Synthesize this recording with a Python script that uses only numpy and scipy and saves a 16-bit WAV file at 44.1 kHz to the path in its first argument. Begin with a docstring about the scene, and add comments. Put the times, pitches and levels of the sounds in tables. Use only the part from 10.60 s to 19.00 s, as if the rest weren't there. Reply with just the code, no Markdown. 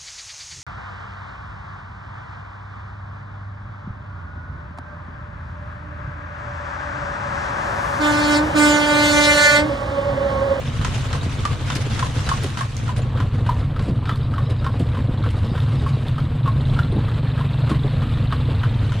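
"""A wet cobbled street, heard from the seat of a two-wheeled cart behind a trotting horse.
Each hoof strikes a hollow, damped note from the stone, often in a quick pair. The cobbles force the
cart body to drone, rattle and knock; the harness clinks. Water hisses and spits, brightest in the
first seconds, and the periodic exhaust pulses of a motor tricycle ahead slowly grow louder.
The sound starts wide, narrows almost to mono after two seconds and partly reopens at the very end."""
import sys
import numpy as np
from scipy import signal
from scipy.fft import rfft, irfft
from scipy.io import wavfile
from scipy.ndimage import uniform_filter1d

SR = 44100
rng = np.random.default_rng(int(sys.argv[2]) if len(sys.argv) > 2 else 0)


def digitize_waveform(pressure):
    """Quantize a signal to 16-bit integers and store it at the path in sys.argv[1].

    Rows of a 2-D input are taken as channels; values are limited to [-1, 1].
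    """
    field = np.atleast_2d(pressure).T
    bounded = np.clip(field, -1, 1)
    quanta = np.round(bounded * 32767).astype(np.int16)
    wavfile.write(sys.argv[1], SR, quanta)


N = 370440

# Levels are relative within each column; spectra give level per unit bandwidth.
# the trot, diagonal pairs landing almost together: t/s, note/dB, hollow pitch/Hz, crunch/dB, click/dB
HOOFBEATS = [(.213, -31, 1320, -26, -38), (.247, -29, 1017, -21.5, -25), (0.529, -28, 1420, -24, -28.5),
             (.549, -25.5, 1065, -36, -46), (0.852, -12, 1184, -26, -25.5), (1.101, -23, 1380, -23.5, -27),
             (1.119, -37, 1270, -27, -38), (1.392, -33, 1420, -24, -27), (1.426, -14, 1042, -25, -35),
             (1.69, -21, 1360, -20, -23), (1.715, -9.5, 1093, -24, -43), (1.972, -23, 1363, -25, -33),
             (2.008, -16.5, 1094, -18.5, -34), (2.278, -27, 1350, -28, -47), (2.291, -19.5, 998, -30, -43),
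             (2.573, -31, 1350, -28.5, -53), (2.601, -25.5, 1023, -23, -38), (2.864, -27, 1530, -32, -39),
             (2.891, -8.5, 977, -27.5, -38), (3.162, -25, 1310, -32, -43), (3.193, -28, 1080, -32, -36),
             (3.455, -36, 1380, -31.5, -36), (3.492, -13, 1310, -20, -33), (3.511, -19, 1210, -38, -52),
             (3.738, -19.5, 1280, -30, -45), (3.78, -18.5, 1110, -25.5, -42), (4.044, -31, 1350, -27, -35),
             (4.064, -16, 1070, -25.5, -39), (4.348, -36, 1410, -30.5, -45), (4.37, -24.5, 1040, -30, -46),
             (4.638, -22.5, 1344, -31, -39), (4.663, -25, 1106, -30, -55), (4.952, -41, 1360, -28, -55),
             (4.978, -26, 1100, -26.5, -42), (5.263, -17, 1100, -30, -47), (5.581, -22.5, 1257, -27.5, -45),
             (5.859, -19, 1135, -31, -49), (5.876, -11.5, 1092, -28, -40), (6.162, -28, 1330, -43, -54),
             (6.19, -11, 1387, -22.5, -35), (6.482, -36, 1245, -29, -49), (6.777, -28, 1285, -28.5, -48),
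             (6.809, -20, 1046, -28, -49), (7.094, -24, 1330, -27, -35), (7.114, -20, 1085, -30, -42),
             (7.419, -32, 1040, -28, -50), (7.724, -17.5, 1102, -20.5, -37), (8.033, -21.5, 1440, -21, -47),
             (8.32, -36, 1000, -29.5, -37)]
# modes of the hoof's cup: f/hollow pitch, level/dB, share of the ring time
HOOF_MODES = [(.66, -23.5, 0.82), (0.999, 1.5, 0.86), (1.14, -20, 1), (1.39, -23, 0.21), (2.752, -29, 0.88)]
# modes of iron shoe and stone: f/Hz, level/dB, t60/s
SHOE_MODES = [(712, -9, 0.038), (986, -5, 0.056), (1810, -8, 0.058), (2964, -9, .04)]
# spectrum of the shoe's click: f/Hz, level/dB
CLICK_SPECTRUM = [(600, 7), (1500, 10), (3300, 7), (5000, 3.5), (7500, -0.5), (10000, -10), (11500, -27),
                  (15500, -38)]
# spectrum of the shoe's crunch and scuff: f/Hz, level/dB
CRUNCH_SPECTRUM = [(500, -19.5), (800, -9.5), (1000, -2.5), (1300, 3), (1600, 1), (1950, -18.5),
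                   (2400, -17), (3200, -10.5), (5000, -25)]
# reflections from dashboard and canopy: delay/s, left gain, right gain
CART_ECHOES = [(.0083, -.12, 0.29), (0.02, .22, 0.089), (0.024, .06, .18)]
# how hard the paving shakes the cart: t/s, drone/dB, rattle/dB, tyre hiss/dB
SHAKING = [(0, -27.5, -41.5, -37), (.25, -23, -38, -34.5), (1.1, -24, -38.5, -35.5),
           (1.8, -23.5, -39.5, -35), (2.1, -29.5, -44.5, -40.5), (2.45, -22, -35.5, -38),
           (3.25, -21.5, -38.5, -40), (3.9, -23, -37, -40.5), (4.95, -21, -37, -38), (5.7, -21.5, -39, -38),
           (6.251, -20, -36, -37), (6.7, -25.5, -38, -35), (7.5, -21.5, -37.5, -35),
           (8.4, -23.5, -38.5, -35)]
# spectrum of the cart body: f/Hz, level/dB
DRONE_SPECTRUM = [(15, -22), (28, -7), (42, -8.5), (52, -8), (70, -2.5), (95, -1.5), (114, -1.5),
                  (138, -0.5), (172, -15), (245, -16.5), (340, -25.5), (600, -62)]
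# spectrum of the boards: f/Hz, level/dB
RATTLE_SPECTRUM = [(120, -46), (220, 8), (290, 4.5), (350, -4), (470, 3.5), (650, -2.5), (800, -6.5),
                   (1100, -4.5), (1500, -12.5), (2100, -21.5), (4000, -43)]
# spectrum of the tyres on wet stone: f/Hz, level/dB
HISS_SPECTRUM = [(500, 1), (1200, 6.5), (2200, 2.5), (3000, 3), (3900, -1), (4800, -9), (5600, -20.5),
                 (8200, -17), (11000, -30), (13000, -27), (15000, -47)]
# spectrum of the wheel spray: f/Hz, level/dB
SPRAY_SPECTRUM = [(700, -10), (2000, 0.5), (4500, 6), (6300, 6), (8200, -1), (10000, -4), (11300, -13.5),
                  (13500, -35), (15700, -31)]
# the cart jolts on a stone: t/s, level/dB, f/Hz
JOLTS = [(0.194, -15, 106), (0.656, -20, 268), (1.155, -22.5, 289), (1.841, -21.5, 399), (2.599, -21, 277),
         (2.805, -25.5, 264), (3.279, -18.5, 294), (3.299, -19.5, 253), (4.2, -13.5, 262.6),
         (4.484, -19.5, 271), (4.916, -12, 136), (5.225, -25.5, 427), (5.365, -28.5, 448),
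         (6.321, -23.5, 413), (6.362, -16.5, 296), (7.107, -15.5, 315), (7.241, -22.5, 424),
         (7.883, -26.5, 462)]
# modes of the wooden panels: f/jolt pitch, level/dB, t60/s
PANEL_MODES = [(.72, -0.5, 0.075), (1.0, 6, 0.042), (1.371, -6.5, 0.063), (1.8, -1, 0.026),
               (2.6, -11, 0.042)]
# brightness of the spray hiss and hoof clicks, highest in the first seconds: t/s, brightness/dB
BRIGHTNESS = [(0, -7), (.17, -3.5), (.37, 0.5), (.6, -5.5), (.72, -0.5), (.95, -4.5), (1.35, 1.5),
              (1.5, -2), (1.67, 2.5), (1.85, -2.5), (2.0, -1), (2.1, -6), (2.3, -8), (2.55, -18.5),
              (3.0, -11), (3.13, -22), (3.27, -8.5), (3.4, -19), (3.6, -17), (4.55, -16), (4.9, -10.5),
              (5.3, -8), (5.7, -19.5), (6.15, -11.5), (6.7, -19.5), (7.3, -13.5), (8.15, -19), (8.4, -8)]
# a wheel runs through a puddle: t/s, level/dB
PUDDLES = [(.375, -28), (1.128, -34), (1.154, -20.5), (1.204, -27), (1.293, -36), (1.835, -24.5),
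           (2.168, -33), (2.361, -28), (3.22, -34.5), (3.558, -36), (3.896, -30), (4.195, -32),
           (4.702, -31.5), (7.095, -29)]
# spectrum of thrown droplets: f/Hz, level/dB
DROPLET_SPECTRUM = [(800, -5), (2000, 11.5), (4500, 4), (10000, -4), (11300, -13), (14000, -23),
                    (15500, -37)]
# short sharp ticks and snaps, each around one pitch: t/s, level/dB, f/Hz
SNAPS = [(1.153, -22, 4700), (1.835, -28, 8950), (2.167, -28, 6160), (3.558, -34, 4000), (4.195, -36, 7540),
         (4.199, -30, 3100), (4.69, -30, 3050), (5.003, -29, 3560), (5.288, -33, 3550),
         (5.484, -31.5, 3370), (5.602, -29.5, 3450)]
# metal fittings of harness and cart are struck: t/s, level/dB, f/Hz, t60/s
CLINKS = [(.075, -32, 3460, .04), (.612, -30, 3800, .05), (1.118, -27, 3650, .04), (1.664, -30, 3950, 0.06),
          (1.717, -30, 3000, .06), (2.379, -35, 9080, 0.057), (2.42, -38, 7060, 0.035),
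          (6.322, -47, 8900, 0.043), (6.36, -51, 9300, .03), (3.523, -33.5, 3490, 0.1),
          (6.659, -51, 4190, 0.52), (7.0, -48, 4170, .6), (7.28, -54, 4190, .6), (8.052, -47.5, 3160, 0.94)]
# the harness chain is shaken: t/s, level/dB
CHAIN_SHAKES = [(2.99, -46), (3.457, -42), (3.485, -47), (3.57, -55), (3.63, -46), (3.745, -51),
                (3.815, -43), (3.852, -41), (3.897, -41), (3.985, -42), (4.055, -44), (4.128, -47),
                (4.39, -50), (4.755, -48), (4.845, -44), (4.893, -42), (5.175, -42), (5.235, -45),
                (5.325, -45)]
# modes of a chain link: f/Hz, level/dB, t60/s
LINK_MODES = [(3380, -11, 0.041), (3800, 3, 0.051), (4620, -2, 0.046), (5180, -4, 0.071)]
# the tricycle's single-cylinder engine: t/s, exhaust/dB, valve tick/dB
ENGINE_LEVELS = [(0, -36, -55), (2.4, -26.5, -58.5), (4.7, -23.5, -55), (5.1, -22, -56),
                 (5.8, -22.5, -56.5), (6.05, -20.5, -49), (6.7, -21, -53.5), (7.1, -21, -50),
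                 (7.5, -23, -51.5), (7.85, -22, -47.5), (8.4, -20, -53)]
# engine speed: t/s, firing rate/Hz
FIRING_RATE = [(0, 17.9), (2.4, 20.4), (4.7, 19.4), (5.1, 22.4), (5.56, 22.1), (6.05, 22.45), (6.6, 22.75),
               (7.0, 23.2), (7.4, 23.2), (7.7, 22.2), (8.0, 20.8), (8.4, 19)]
# harmonics of the exhaust: f/firing rate, level/dB
EXHAUST_HARMONICS = [(2, -17), (3, -17.5), (4, -10), (5, -1), (6, 0), (7, -9), (8, -20.5), (10, -19.5),
                     (11, -18.5)]
# reverberation time of the street: f/Hz, t60/s
STREET_DECAY = [(200, 0.26), (1100, 0.2), (4000, 0.32), (12000, 0.49)]
# likeness of the left and right noise: f/Hz, correlation
COHERENCE = [(30, .93), (130, .95), (300, .86), (600, .55), (1200, .33), (3000, .55), (5800, .2),
             (10000, 0)]
# balance of the noise: f/Hz, left minus right/dB
BALANCE = [(30, .4), (3300, .2), (5800, -1.5), (10000, 3.5), (13000, 5.5)]
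# change of stereo width, before weighting by band: t/s, width/dB
WIDTH = [(0, 0), (2.25, 0), (2.75, -9), (3.1, -26), (3.5, -40), (7.8, -40), (8.05, -14), (8.4, -8)]
# weight of the width change in each band: f/Hz, factor on width/dB
WIDTH_WEIGHT = [(30, 2.0), (300, 1.6), (1200, 1.1), (4000, .8), (5500, .5), (9500, .5), (11000, .2),
                (12000, 0)]


def hooves():
    """Impact excitation: the shoe clicks and crunches, and the hoof's cup rings in damped modes."""
    out, t = np.zeros((2, N)), np.arange(8192) / SR
    ring_cycles, scuff_lead_s, heel_lag_s, dull_above_hz = 44, .02, .0042, 4200
    weak_modes = [level < -4 for _, level, _ in HOOF_MODES]
    crack = gain_of(.5) * np.exp(-t / .0023)  # the first instant of iron on stone
    click_envelope = (np.exp(-t / .011) + crack) * np.minimum(t / .0007, 1)
    for s, db, hz, crunch_db, click_db in HOOFBEATS:
        t60 = ring_cycles / hz  # constant Q: higher notes die sooner
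        detune = 1 + .034 * rng.standard_normal(len(HOOF_MODES)) * weak_modes
        note = sum(gain_of(level) * ring(t, hz * ratio * d, t60 * share, rise=.0016)
                   for (ratio, level, share), d in zip(HOOF_MODES, detune))
        note *= 1 + .35 * flutter(len(t), size=70) * np.minimum(t / .008, 1)  # the shoe chatters
        note = note + [[.7], [-.7]] * signal.hilbert(note).imag  # left and right differ in phase
        shoe = sum(gain_of(level) * ring(t, f * rng.uniform(1, 1.04), shoe_t60, rise=.001)
                   for f, level, shoe_t60 in SHOE_MODES)
        # wheels and paving scatter the note back
        scatter = ring(t, hz, t60=.11, rise=.006) * [flutter(len(t), size=130) for _ in range(2)]
        tilt_db_per_octave = .3 * min(brightness(s), 0)  # the click dulls as the hiss fades
        spectrum = [(f, level + tilt_db_per_octave * np.log2(max(f / dull_above_hz, 1)))
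                    for f, level in CLICK_SPECTRUM]
        click = coloured(rng.standard_normal((2, len(t))), spectrum) * click_envelope
        crunch, scuff = scrape(t, decay_s=.012), scrape(t, decay_s=.025)
        blow = gain_of(db + 1) * note + gain_of(click_db - .5) * click
        blow += gain_of(crunch_db - 2.5) * (crunch + shoe)
        add(out, s - scuff_lead_s, gain_of(crunch_db - 12) * scuff)  # the toe grazes first
        add(out, s, blow + gain_of(db - 19) * scatter)
        add(out, s + round(heel_lag_s * hz) / hz, gain_of(db - 9) * note)  # the heel lands in phase
        for delay, left, right in CART_ECHOES:  # the paths change with where the hoof lands
            add(out, s + delay * rng.uniform(.85, 1.15), blow * [[left], [right]])
    return out


def scrape(t, decay_s):
    """Friction of a shoe on stone radiates a burst of rough noise that decays exponentially."""
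    noise = coloured(rng.laplace(size=(2, len(t))), CRUNCH_SPECTRUM)
    return noise * np.exp(-t / decay_s) * np.minimum(t / .00028, 1)


def rolling_cart():
    """Forced vibration: the same bumps modulate body drone, board rattle, tyre hiss and spray."""
    t = np.arange(N) / SR
    s, *levels = np.transpose(SHAKING)
    drone_db, rattle_db, hiss_db = (np.interp(t, s, level) for level in levels)
    bumps = wander(per_s=23)
    bright_db = brightness(t) + 1.2 * wander(per_s=14)  # the treble flickers
    body = coloured(rng.standard_normal((2, N)), DRONE_SPECTRUM)
    body /= np.sqrt(uniform_filter1d(body[0] ** 2, size=6000))  # the even run of stones steadies it
    boards = patchy(grains(per_s=2700, spread_db=1), depth_db=2.5, size=3)
    tyres = patchy(grains(per_s=9000, spread_db=-.4), depth_db=2, size=4)
    spray = patchy(grains(per_s=9000, spread_db=2.5), depth_db=2.8, size=4)
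    return (body * gain_of(drone_db + 1.1 * bumps)
            + coloured(boards, RATTLE_SPECTRUM) * gain_of(rattle_db + 1.5 + 1.74 * bumps)
            + coloured(tyres, HISS_SPECTRUM) * gain_of(hiss_db + .26 * bright_db + 1.24 * bumps)
            + coloured(spray, SPRAY_SPECTRUM) * gain_of(-42 + bright_db + 1.8 * bumps))


def panel_knocks():
    """Free vibration: wooden panels ring at each jolt, and again as the body drops on its springs."""
    out, t = np.zeros((2, N)), np.arange(8192) / SR
    rebound_s, rebound_db = .019, -9
    for s, db, hz in JOLTS:
        for at, blow_db in (s, db), (s + rebound_s, db + rebound_db):
            detune = rng.uniform(.914, 1.032, len(PANEL_MODES))
            knock = sum(gain_of(level) * ring(t, hz * ratio * d, t60, rise=.0065)
                        for (ratio, level, t60), d in zip(PANEL_MODES, detune))
            add(out, at, gain_of(blow_db + 6.5) * knock)
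    return out


def splashes():
    """Shot noise of droplets thrown by wheels in puddles and by hooves; the latter fade with the hiss."""
    envelope, t = np.zeros((1, N)), np.arange(16384) / SR
    t60, rise_s = .1, .005
    hoof_splashes = [(s, -31 + .8 * brightness(s)) for s, *_ in HOOFBEATS]
    for s, db in hoof_splashes + list(PUDDLES):
        add(envelope, s, gain_of(db - 60 * t / t60) * (1 - np.exp(-t / rise_s)))
    return gain_of(-2) * envelope * coloured(grains(per_s=6700, spread_db=3.5), DROPLET_SPECTRUM)


def snaps():
    """Band-limited transients: short sharp ticks and snaps, each a noise burst around one pitch."""
    out, t = np.zeros((2, N)), np.arange(2048) / SR
    band_ratio, decay_s = 1.2, .0025
    for s, db, hz in SNAPS:
        band = [(hz / 4, -26), (hz / band_ratio, -10), (hz, 0), (hz * band_ratio, -10), (hz * 2, -30)]
        noise = coloured(rng.standard_normal((2, len(t))), band)
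        add(out, s, gain_of(db) * noise * np.exp(-t / decay_s))
    return out


def fitting_clinks():
    """Beating: small metal fittings ring in a close pair of modes, and chatter as they do."""
    out, t = np.zeros((2, N)), np.arange(16384) / SR
    for s, db, hz, t60 in CLINKS:
        lower = ring(t, hz, t60, rise=.001)
        upper = ring(t, hz * rng.uniform(1.01, 1.04), t60 / 2, rise=.001)
        chatter = 1 + flutter(len(t), size=110) / 2
        add(out, s, gain_of(db) * (lower + .5 * upper) * chatter)
    return out


def harness_chain():
    """Modal superposition: at each shake three links strike in turn, each with its own mix of modes."""
    out, t = np.zeros((2, N)), np.arange(8192) / SR
    for s, db in CHAIN_SHAKES:
        for delay in np.cumsum(np.r_[0, rng.uniform(.004, .013, size=2)]):
            for hz, level, t60 in LINK_MODES:
                strength = gain_of(db + level) * rng.standard_normal((2, 1))
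                add(out, s + delay, strength * ring(t, hz * rng.uniform(.955, 1.04), t60, rise=.0012))
    return out


def tricycle():
    """Periodic excitation: the firings make a harmonic exhaust note; a valve ticks once a cycle."""
    t, age = np.arange(N) / SR, np.arange(2048) / SR
    valve_hz, tick_at_s = 3720, 6.23
    s, exhaust_db, tick_db = np.transpose(ENGINE_LEVELS)
    cycles = np.cumsum(np.interp(t, *np.transpose(FIRING_RATE))) / SR
    cycles -= np.interp(tick_at_s, t, cycles)
    uneven_cycles = cycles + .02 * wander(per_s=5)  # the burn comes a little early or late
    exhaust = sum(gain_of(db) * np.sin(2 * np.pi * (k * uneven_cycles + rng.random()))
                  for k, db in EXHAUST_HARMONICS)
    ticks = np.zeros((2, N))
    for at in t[1:][np.diff(np.floor(cycles)) > 0]:
        valve = ring(age, valve_hz * (1 + .025 * rng.standard_normal()), t60=.032, rise=.003)
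        chatter = uniform_filter1d(flutter(len(age), size=48), size=36)
        db = np.interp(at, s, tick_db) + 2.1 * rng.standard_normal()
        add(ticks, at, gain_of(db) * evened(valve * chatter))
    return gain_of(np.interp(t, s, exhaust_db)) * evened(exhaust) + ticks


def street_reverberation(sound):
    """Reverberation: sparse reflections from walls and paving, each band decaying at its own rate."""
    taps = np.zeros((2, SR // 2))
    slots = np.arange(400, SR // 2 - 20, 20)
    arrivals = slots + rng.integers(0, 20, (2, len(slots)))
    np.put_along_axis(taps, arrivals, rng.choice([-1., 1.], arrivals.shape), 1)
    hz, t, bands = signal.stft(taps, SR, nperseg=256)
    decay = gain_of(-60 * t / at_frequency(STREET_DECAY, hz)[:, None])
    tail = signal.istft(bands * decay, SR, nperseg=256)[1]
    return signal.fftconvolve(sound, tail / np.linalg.norm(tail[0]), axes=1)[:, :N]


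def brightness(s):
    """Brightness of the spray hiss and hoof clicks in dB, interpolated at time s."""
    return np.interp(s, *np.transpose(BRIGHTNESS))


def ring(t, hz, t60, rise):
    """A damped oscillator: one mode that builds up and decays exponentially."""
    return np.sin(2 * np.pi * hz * t) * gain_of(-60 * t / max(t60, .004)) * (1 - np.exp(-t / rise))


def grains(per_s, spread_db):
    """Shot noise: two Poisson trains of tiny impacts of random size."""
    sizes = gain_of(spread_db * np.minimum(rng.exponential(1, (2, N)), 4))
    return evened(sizes * rng.standard_normal((2, N)) * (rng.random((2, N)) < per_s / SR))


def patchy(pair, depth_db, size):
    """Random modulation: narrow bands swell and fade as different parts are shaken."""
    bands = signal.stft(pair, nperseg=512, noverlap=384)[2]
    swell = uniform_filter1d(rng.standard_normal(bands.shape[1:]), size, axis=0)
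    swell = evened(uniform_filter1d(swell, 2 * size, axis=1))
    return signal.istft(bands * gain_of(depth_db * swell), nperseg=512, noverlap=384)[1][:, :N]


def coloured(pair, spectrum):
    """Partial coherence: two independent noises mix into left and right and take on a spectrum."""
    size = pair.shape[1]
    hz = np.fft.rfftfreq(size, 1 / SR)
    mid, side = rfft(pair)
    correlation = at_frequency(COHERENCE, hz)
    side *= np.sqrt((1 - correlation) / (1 + correlation))
    lean = gain_of(at_frequency(BALANCE, hz) / 2)
    roll_off = np.maximum(hz / spectrum[-1][0], 1) ** 2
    shape = gain_of(at_frequency(spectrum, hz)) / roll_off
    return evened(irfft(np.array([(mid + side) * lean, (mid - side) / lean]) * shape, size))


def wander(per_s):
    """Low-passed noise: a slow fluctuation of unit RMS."""
    hz = np.fft.rfftfreq(N, 1 / SR)
    return evened(irfft(rfft(rng.standard_normal(N)) / (1 + (hz / per_s) ** 4), N))


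def flutter(count, size):
    """A moving average of noise: the quick chatter of a loose or scattered ring."""
    return evened(uniform_filter1d(rng.standard_normal(count), size))


def gain_of(db):
    """Amplitude ratio of a level in dB."""
    return 10 ** (np.asarray(db) / 20)


def evened(x):
    """Normalisation to unit RMS."""
    return x / np.sqrt(np.mean(x ** 2) + 1e-20)


def at_frequency(points, hz):
    """Interpolation along a logarithmic frequency axis."""
    f, value = np.transpose(points)
    return np.interp(np.log(hz + 1), np.log(f + 1), value)


def add(mix, s, sound):
    """Superposition of a sound on the mix at time s."""
    part = mix[:, max(round(s * SR), 0):][:, :sound.shape[-1]]
    part += sound[..., :part.shape[1]]


def scene():
    """Superposition of horse, cart and tricycle; hooves, snaps and chain also reverberate."""
    impacts = hooves() + snaps() + harness_chain()
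    direct = impacts + rolling_cart() + tricycle() + fitting_clinks() + panel_knocks() + splashes()
    return direct + gain_of(-6.5) * street_reverberation(impacts)


def record(dry):
    """Mid-side weighting narrows and partly reopens the image, most in the bass; a low-pass follows."""
    mid, side = dry.mean(0), (dry[0] - dry[1]) / 2
    hz, s, bands = signal.stft(side, SR, nperseg=1024)
    bands *= gain_of(at_frequency(WIDTH_WEIGHT, hz)[:, None] * np.interp(s, *np.transpose(WIDTH)))
    side = signal.istft(bands, SR, nperseg=1024)[1][:N]
    width_db = np.interp(np.arange(N) / SR, *np.transpose(WIDTH))
    presence = signal.sosfiltfilt(signal.butter(2, [5200, 7400], "band", fs=SR, output="sos"), mid)
    mid -= presence * gain_of(-5.5) * (1 - gain_of(width_db / 2))  # the narrow sound is a little duller
    low_pass = signal.firwin(511, cutoff=15500, window=("kaiser", 9), fs=SR)
    return signal.oaconvolve(np.array([mid + side, mid - side]), low_pass[None], "same")


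dry = scene()
out = record(dry)
digitize_waveform(out)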